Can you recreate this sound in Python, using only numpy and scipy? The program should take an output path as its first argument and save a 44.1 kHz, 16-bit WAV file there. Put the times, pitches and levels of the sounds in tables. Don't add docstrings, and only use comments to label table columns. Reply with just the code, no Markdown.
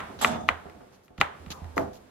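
import sys
import numpy as np
from scipy import signal
from scipy.fft import rfft, irfft
from scipy.io import wavfile
from scipy.ndimage import uniform_filter1d

SR = 44100
rng = np.random.default_rng(int(sys.argv[2]) if len(sys.argv) > 2 else 0)


def generate_wav(sig):
    pcm = np.round(np.clip(np.atleast_2d(sig).T, -1, 1) * 32767).astype(np.int16)
    wavfile.write(sys.argv[1], SR, pcm)


N = 92610

# start_s, level_db, cutoff_hz, tick_db, low_modes_db, room_db
CHOPS = [(0.2466, 0.5, 3348, -28, -18.5, -1.5), (0.4887, 0.5, 3000, -31.5, -22.5, -3),
         (1.213, 0, 3560, -20.5, 1, 0), (1.7790, -5.5, 1944, -25, -11, -29)]
# start_s, level_db, cutoff_hz
TAPS = [(.004, -27, 3056), (0.698, -36.5, 2500), (1.081, -46, 4070), (1.181, -33.5, 4960),
        (1.463, -37, 4500), (1.482, -44, 4070), (1.644, -36, 1750)]
# pitch_hz, level_db, t60_s, left_over_right_db
BOARD_MODES = [(177, -23.5, 0.015, -7), (410, -29.5, 0.031, -7), (822, -22.5, 0.05, 13),
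               (1220, -23, 0.036, -0.5), (1338, -8.5, 0.015, 8), (2032, -5.5, 0.01, 2),
               (2410, -11.5, 0.016, -3.5), (2770, -11, 0.0083, -6), (3840, -26, 0.018, -3)]
# frequency_hz, level_db
TICK_COLOUR = [(1500, -7.5), (3800, 14.5), (5000, 3.5), (7300, 8.5), (9000, -31), (11500, 6.5),
               (16000, -32)]
# delay_s, left_gain, right_gain
NEAR_ECHOES = [(.0026, 0.23, -.1), (.0052, -0.03, 0.088), (.0088, 0.097, 0.065), (0.012, -.04, .04)]
# frequency_hz, level_db
TAIL_COLOUR = [(60, -14), (200, -9), (450, -2), (800, 4), (1300, 4), (1900, -2.5), (2600, -9.5),
               (3600, -13.5), (5000, -30), (7500, -27.5), (12000, -40.5), (16000, -49)]
# start_s, hold_s, level_db,
# tilt_db_per_octave
HISSES = [(0.188, 0.024, -40.5, -3.5), (.481, 0.012, -29, -5.5), (0.923, 0.038, -64.5, 2.5),
          (1.034, 0.029, -68, 9), (1.177, 0.011, -50.5, -4), (1.201, 0.0081, -30, -4.5),
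          (1.502, 0.022, -37, -1.5), (1.761, 0.037, -50.5, 5.5), (1.93, 0.043, -57.5, 4)]
# frequency_hz, level_db
HISS_COLOUR = [(300, -3), (1200, 0), (2000, -5), (2800, 3), (4000, 4), (5000, 1.5), (6800, 1), (9000, -20),
               (11500, -3), (16000, -24)]
# start_s, boom_db, thump_db
PUSHES = [(.005, -45, -48), (0.168, -47.5, -48), (0.272, -39, -50), (.355, -40, -64), (0.424, -40, -67.5),
          (0.505, -35.5, -36), (0.659, -47, -39), (1.185, -34, -31), (1.217, -36, -51), (1.4, -43, -50.5),
          (1.469, -37, -32), (1.505, -63, -33), (1.619, -33.5, -33.5), (1.653, -35, -66),
          (1.745, -38.5, -59), (1.815, -39, -34.5)]
# frequency_hz, level_db
RATTLE_COLOUR = [(100, -36.5), (500, -17.5), (780, 14), (1400, 1), (2500, -7), (3600, 1), (5000, -11.5),
                 (6500, -9), (7700, -18.5), (9000, -19), (10500, -7), (13000, -8.5), (14200, -34.5)]
# frequency_hz, t60_s
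RATTLE_T60 = [(500, 0.13), (3000, 0.14), (7000, 0.56), (13000, 0.15)]
# pitch_hz, level_db, t60_s
METAL_MODES = [(1810, -42.5, .45), (3506, -43, 0.67), (3800, -47.5, .4), (5000, -45, .42),
               (6470, -44.5, .38), (7630, -32, .26), (11150, -42.5, 0.21)]
# frequency_hz, level_db
ROLL_COLOUR = [(50, -22), (130, -8), (230, 1.5), (330, -9), (550, -8.5), (760, -4.5), (920, -8),
               (1200, -9.5), (1600, -16), (3500, -24), (8000, -49)]
# frequency_hz, t60_s
ROLL_T60 = [(200, 0.57), (700, 0.41), (3000, 0.083)]
# pitch_hz, width_hz, level_db
HOLLOW_MODES = [(233.5, 16, -40.5), (638, 40, -38), (730, 47, -38.5), (880, 26, -42.5), (1258, 90, -46.5)]
# start_s, level_db, tilt_db_per_octave
KNOCKS = [(0.094, -40, -4), (.655, -41, -2.5), (.745, -46, -8), (.805, -46.5, -3), (.915, -59.5, 5),
          (1.104, -48.5, -9.5), (1.768, -23, -4), (1.784, -24, -5), (1.806, -45.5, 9),
          (1.875, -38.5, -10.5)]
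# pitch_hz, level_db, t60_s
CUPBOARD_MODES = [(275.5, -4, 0.24), (325.5, -10, 0.27), (401.8, -3, 0.17), (502, -10, 0.42),
                  (655, -7, 0.33), (717, -8.5, 0.43), (864.5, -12, 0.32)]
# frequency_hz, level_db
KNOCK_COLOUR = [(50, -25), (130, -13.5), (280, -8.5), (330, -11.5), (400, 1.5), (450, -15), (560, -3),
                (690, 1.5), (950, -5), (1200, -4), (1900, -11.5), (2800, -23.5), (6000, -33.5),
                (14000, -59)]
# frequency_hz, t60_s
KNOCK_T60 = [(150, 0.44), (700, 0.35), (2000, 0.28), (10000, 0.29)]
# frequency_hz, level_db
ROOM_COLOUR = [(60, 0), (300, 4), (700, 2), (1400, -6.5), (2500, -17), (5000, 1), (15000, 12)]
# frequency_hz, t60_s
ROOM_T60 = [(100, 0.3), (500, 0.46), (1300, 0.44), (3000, 0.46), (12000, 0.25)]
# frequency_hz, level_db
AIR_COLOUR = [(25, -10), (70, -6.5), (200, -4.5), (500, -7), (1000, -12.5), (2500, -22.5), (6000, -30),
              (12000, -33.5), (16000, -43.5)]
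# time_s, level_db
AIR_LEVEL = [(0, 14.5), (.7, 8), (0.951, 4), (1.121, -2.5), (1.4, 10.5), (1.699, 10), (2.1, 5.5)]
# frequency_hz, correlation
MIC_CORRELATION = [(60, .9), (250, 0.68), (650, -0.12), (1400, 0.09), (3000, 0.17), (7000, -0.38),
                   (15000, -0.25)]
# frequency_hz, left_over_right_db
MIC_BALANCE = [(60, -1), (200, -3), (550, -2.5), (1600, -1.36), (15000, -.5)]

T = np.arange(SR) / SR


def knife():
    out = np.zeros((2, N))
    for start_s, db, cutoff_hz, tick_db, low_db, room_db in CHOPS:
        add(out, start_s, amp(db) * strike(cutoff_hz, tick_db, low_db, room_db))
    add(out, 0, amp(-35) * die_away(noise(TAIL_COLOUR), ROOM_T60))
    for start_s, db, cutoff_hz in TAPS:
        add(out, start_s, amp(db) * strike(cutoff_hz, tick_db=-15.5, low_db=2, room_db=6))
    return out


def strike(cutoff_hz, tick_db, low_db, room_db):
    split_hz, bend_hz = 900, 1030
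    modes = [(hz, pan(side_db) * amp(db) * fade(t60) * sine(hz)) for hz, db, t60, side_db in BOARD_MODES]
    clack = butter(sum(mode for hz, mode in modes if hz >= split_hz), "high", hz=720)
    body = amp(low_db) * sum(mode for hz, mode in modes if hz < split_hz)
    ring = butter(clack + body, "band", hz=[144, cutoff_hz], order=4)
    lag = np.exp(-2 * np.pi * bend_hz / SR)
    ring = signal.lfilter([lag, -1], [1, -lag], ring)
    direct = ring + amp(tick_db) * noise(TICK_COLOUR) * fade(t60=.013)
    out = direct.copy()
    for delay_s, left, right in NEAR_ECHOES:
        add(out, delay_s, direct * np.array([[left], [right]]))
    early = amp(-24.5) * noise(TAIL_COLOUR) * fade(t60=.17)
    late = amp(-30) * die_away(noise(TAIL_COLOUR), ROOM_T60)
    return out + amp(room_db) * (early + late) * flicker(db=-1, size=80) * (T > .002)


def hiss_and_rub():
    out = np.zeros((2, N))
    for start_s, hold_s, db, tilt_db in HISSES:
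        grains = noise(HISS_COLOUR, tilt_db=tilt_db) * flicker(db=3.2, size=40)
        hiss = grains * rise(.002) * fade(t60=.045, hold_s=hold_s)
        add(out, start_s, amp(db) * (hiss + amp(-9) * kitchen_reverb(hiss)))
    rub_start_s, rub_hz = 1.528, np.interp(T, [0, .09], [1220, 845])
    rub = resonance(rub_hz, width_hz=300) * rise(.002) * fade(t60=1)
    add(out, rub_start_s, amp(-46.5) * rub)
    return out


def table():
    out = np.zeros((2, N))
    rise_s = .0018
    boom = sine(hz=80.25) * fade(t60=.36) * (1 - np.exp(-T / rise_s))
    thump = sine(hz=164.7) * fade(t60=.048) * rise(rise_s)
    for start_s, boom_db, thump_db in PUSHES:
        add(out, start_s, amp(boom_db) * boom + amp(thump_db) * thump)
    return out * pan(db=-7)


def drawer():
    out = np.zeros((2, N))
    rattle_start_s, roll_start_s, roll_hold_s = .2115, .213, .15
    judder = flicker(db=3, size=120)
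    metal = sum(amp(db) * fade(t60) * resonance(hz, width_hz=260) for hz, db, t60 in METAL_MODES)
    rattle = amp(-26.5) * die_away(noise(RATTLE_COLOUR) * judder, RATTLE_T60, hold_s=.025)
    add(out, rattle_start_s, (rattle + metal) * rise(.006))
    hollow = sum(amp(db) * resonance(hz, width) * balance(hz) for hz, width, db in HOLLOW_MODES)
    hollow *= fade(t60=.52, hold_s=roll_hold_s)
    roll = amp(-33) * die_away(noise(ROLL_COLOUR), ROLL_T60, roll_hold_s)
    add(out, roll_start_s, (roll + hollow) * rise(.012))
    return out


def cupboard():
    out = np.zeros((2, N))
    ring_gain = amp(-2) * balance(CUPBOARD_MODES[0][0])
    for start_s, db, tilt_db in KNOCKS:
        ring = sum(amp(mode_db) * fade(t60) * sine(hz, rng.random((2, 1)))
                   for hz, mode_db, t60 in CUPBOARD_MODES)
        blur = amp(-4) * die_away(noise(KNOCK_COLOUR, tilt_db=tilt_db), KNOCK_T60)
        add(out, start_s, amp(db) * (ring_gain * ring + blur) * rise(.00067))
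    return out


def kitchen_reverb(x):
    tail = die_away(noise(ROOM_COLOUR), ROOM_T60) * rise(.012)
    return signal.fftconvolve(x, unit(tail) / np.sqrt(SR), axes=1)[:, :SR]


def room_tone():
    level_db = np.interp(np.arange(N) / SR, *np.transpose(AIR_LEVEL))
    return noise(AIR_COLOUR, size=N) * amp(level_db - 60.5)


def noise(colour, size=SR, tilt_db=0):
    hz = np.fft.rfftfreq(size, 1 / SR)
    left, independent = rfft(rng.standard_normal((2, size)))
    likeness = np.clip(at_hz(MIC_CORRELATION, hz), -1, 1)
    right = likeness * left + np.sqrt(1 - likeness ** 2) * independent
    shape = amp(at_hz(colour, hz) + tilt_db * np.log2(hz + 20))
    return unit(irfft(np.array([left, right]) * balance(hz) * shape, size))


def resonance(hz, width_hz):
    white = rng.standard_normal((2, SR)) + 1j * rng.standard_normal((2, SR))
    band = butter(white, "low", width_hz / 2)
    cycles = np.cumsum(hz * np.ones(SR)) / SR
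    return unit((band * np.exp(2j * np.pi * cycles)).real)


def flicker(db, size):
    return unit(amp(db * unit(uniform_filter1d(rng.standard_normal(SR), size))))


def die_away(x, t60s, hold_s=0):
    hz, t, bands = signal.stft(x, SR, nperseg=256)
    bands = bands * fade(at_hz(t60s, hz)[:, None], hold_s, t)
    return signal.istft(bands, SR, nperseg=256)[1][:, :SR]


def fade(t60, hold_s=0, t=T):
    return np.exp(-np.log(1000) * np.maximum(t - hold_s, 0) / t60)


def rise(seconds):
    return np.minimum(T / seconds, 1)


def sine(hz, phase_cycles=0):
    return np.sin(2 * np.pi * (hz * T + phase_cycles))


def butter(x, kind, hz, order=2):
    return signal.sosfilt(signal.butter(order, hz, kind, fs=SR, output="sos"), x)


def balance(hz):
    return pan(at_hz(MIC_BALANCE, hz))


def pan(db):
    return amp(np.array([[.5], [-.5]]) * db)


def amp(db):
    return 10 ** (np.asarray(db) / 20)


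def unit(x):
    return x / np.sqrt(np.mean(x ** 2) + 1e-20)


def at_hz(points, hz):
    frequencies, values = np.transpose(points)
    return np.interp(np.log(hz + 1), np.log(frequencies + 1), values)


def add(mix, start_s, sound):
    part = mix[:, round(start_s * SR):][:, :sound.shape[-1]]
    part += sound[..., :part.shape[1]]


def scene():
    return room_tone() + knife() + hiss_and_rub() + table() + drawer() + cupboard()


def record(dry):
    ceiling, top_hz = .82, 16400
    limited = dry / (1 + (dry / ceiling) ** 8) ** (1 / 8)
    low_cut = butter(limited, "high", hz=45)
    band_limit = signal.firwin(255, top_hz, window=("kaiser", 9), fs=SR)
    return signal.oaconvolve(low_cut, band_limit[None], "same")


dry = scene()
out = record(dry)
generate_wav(out)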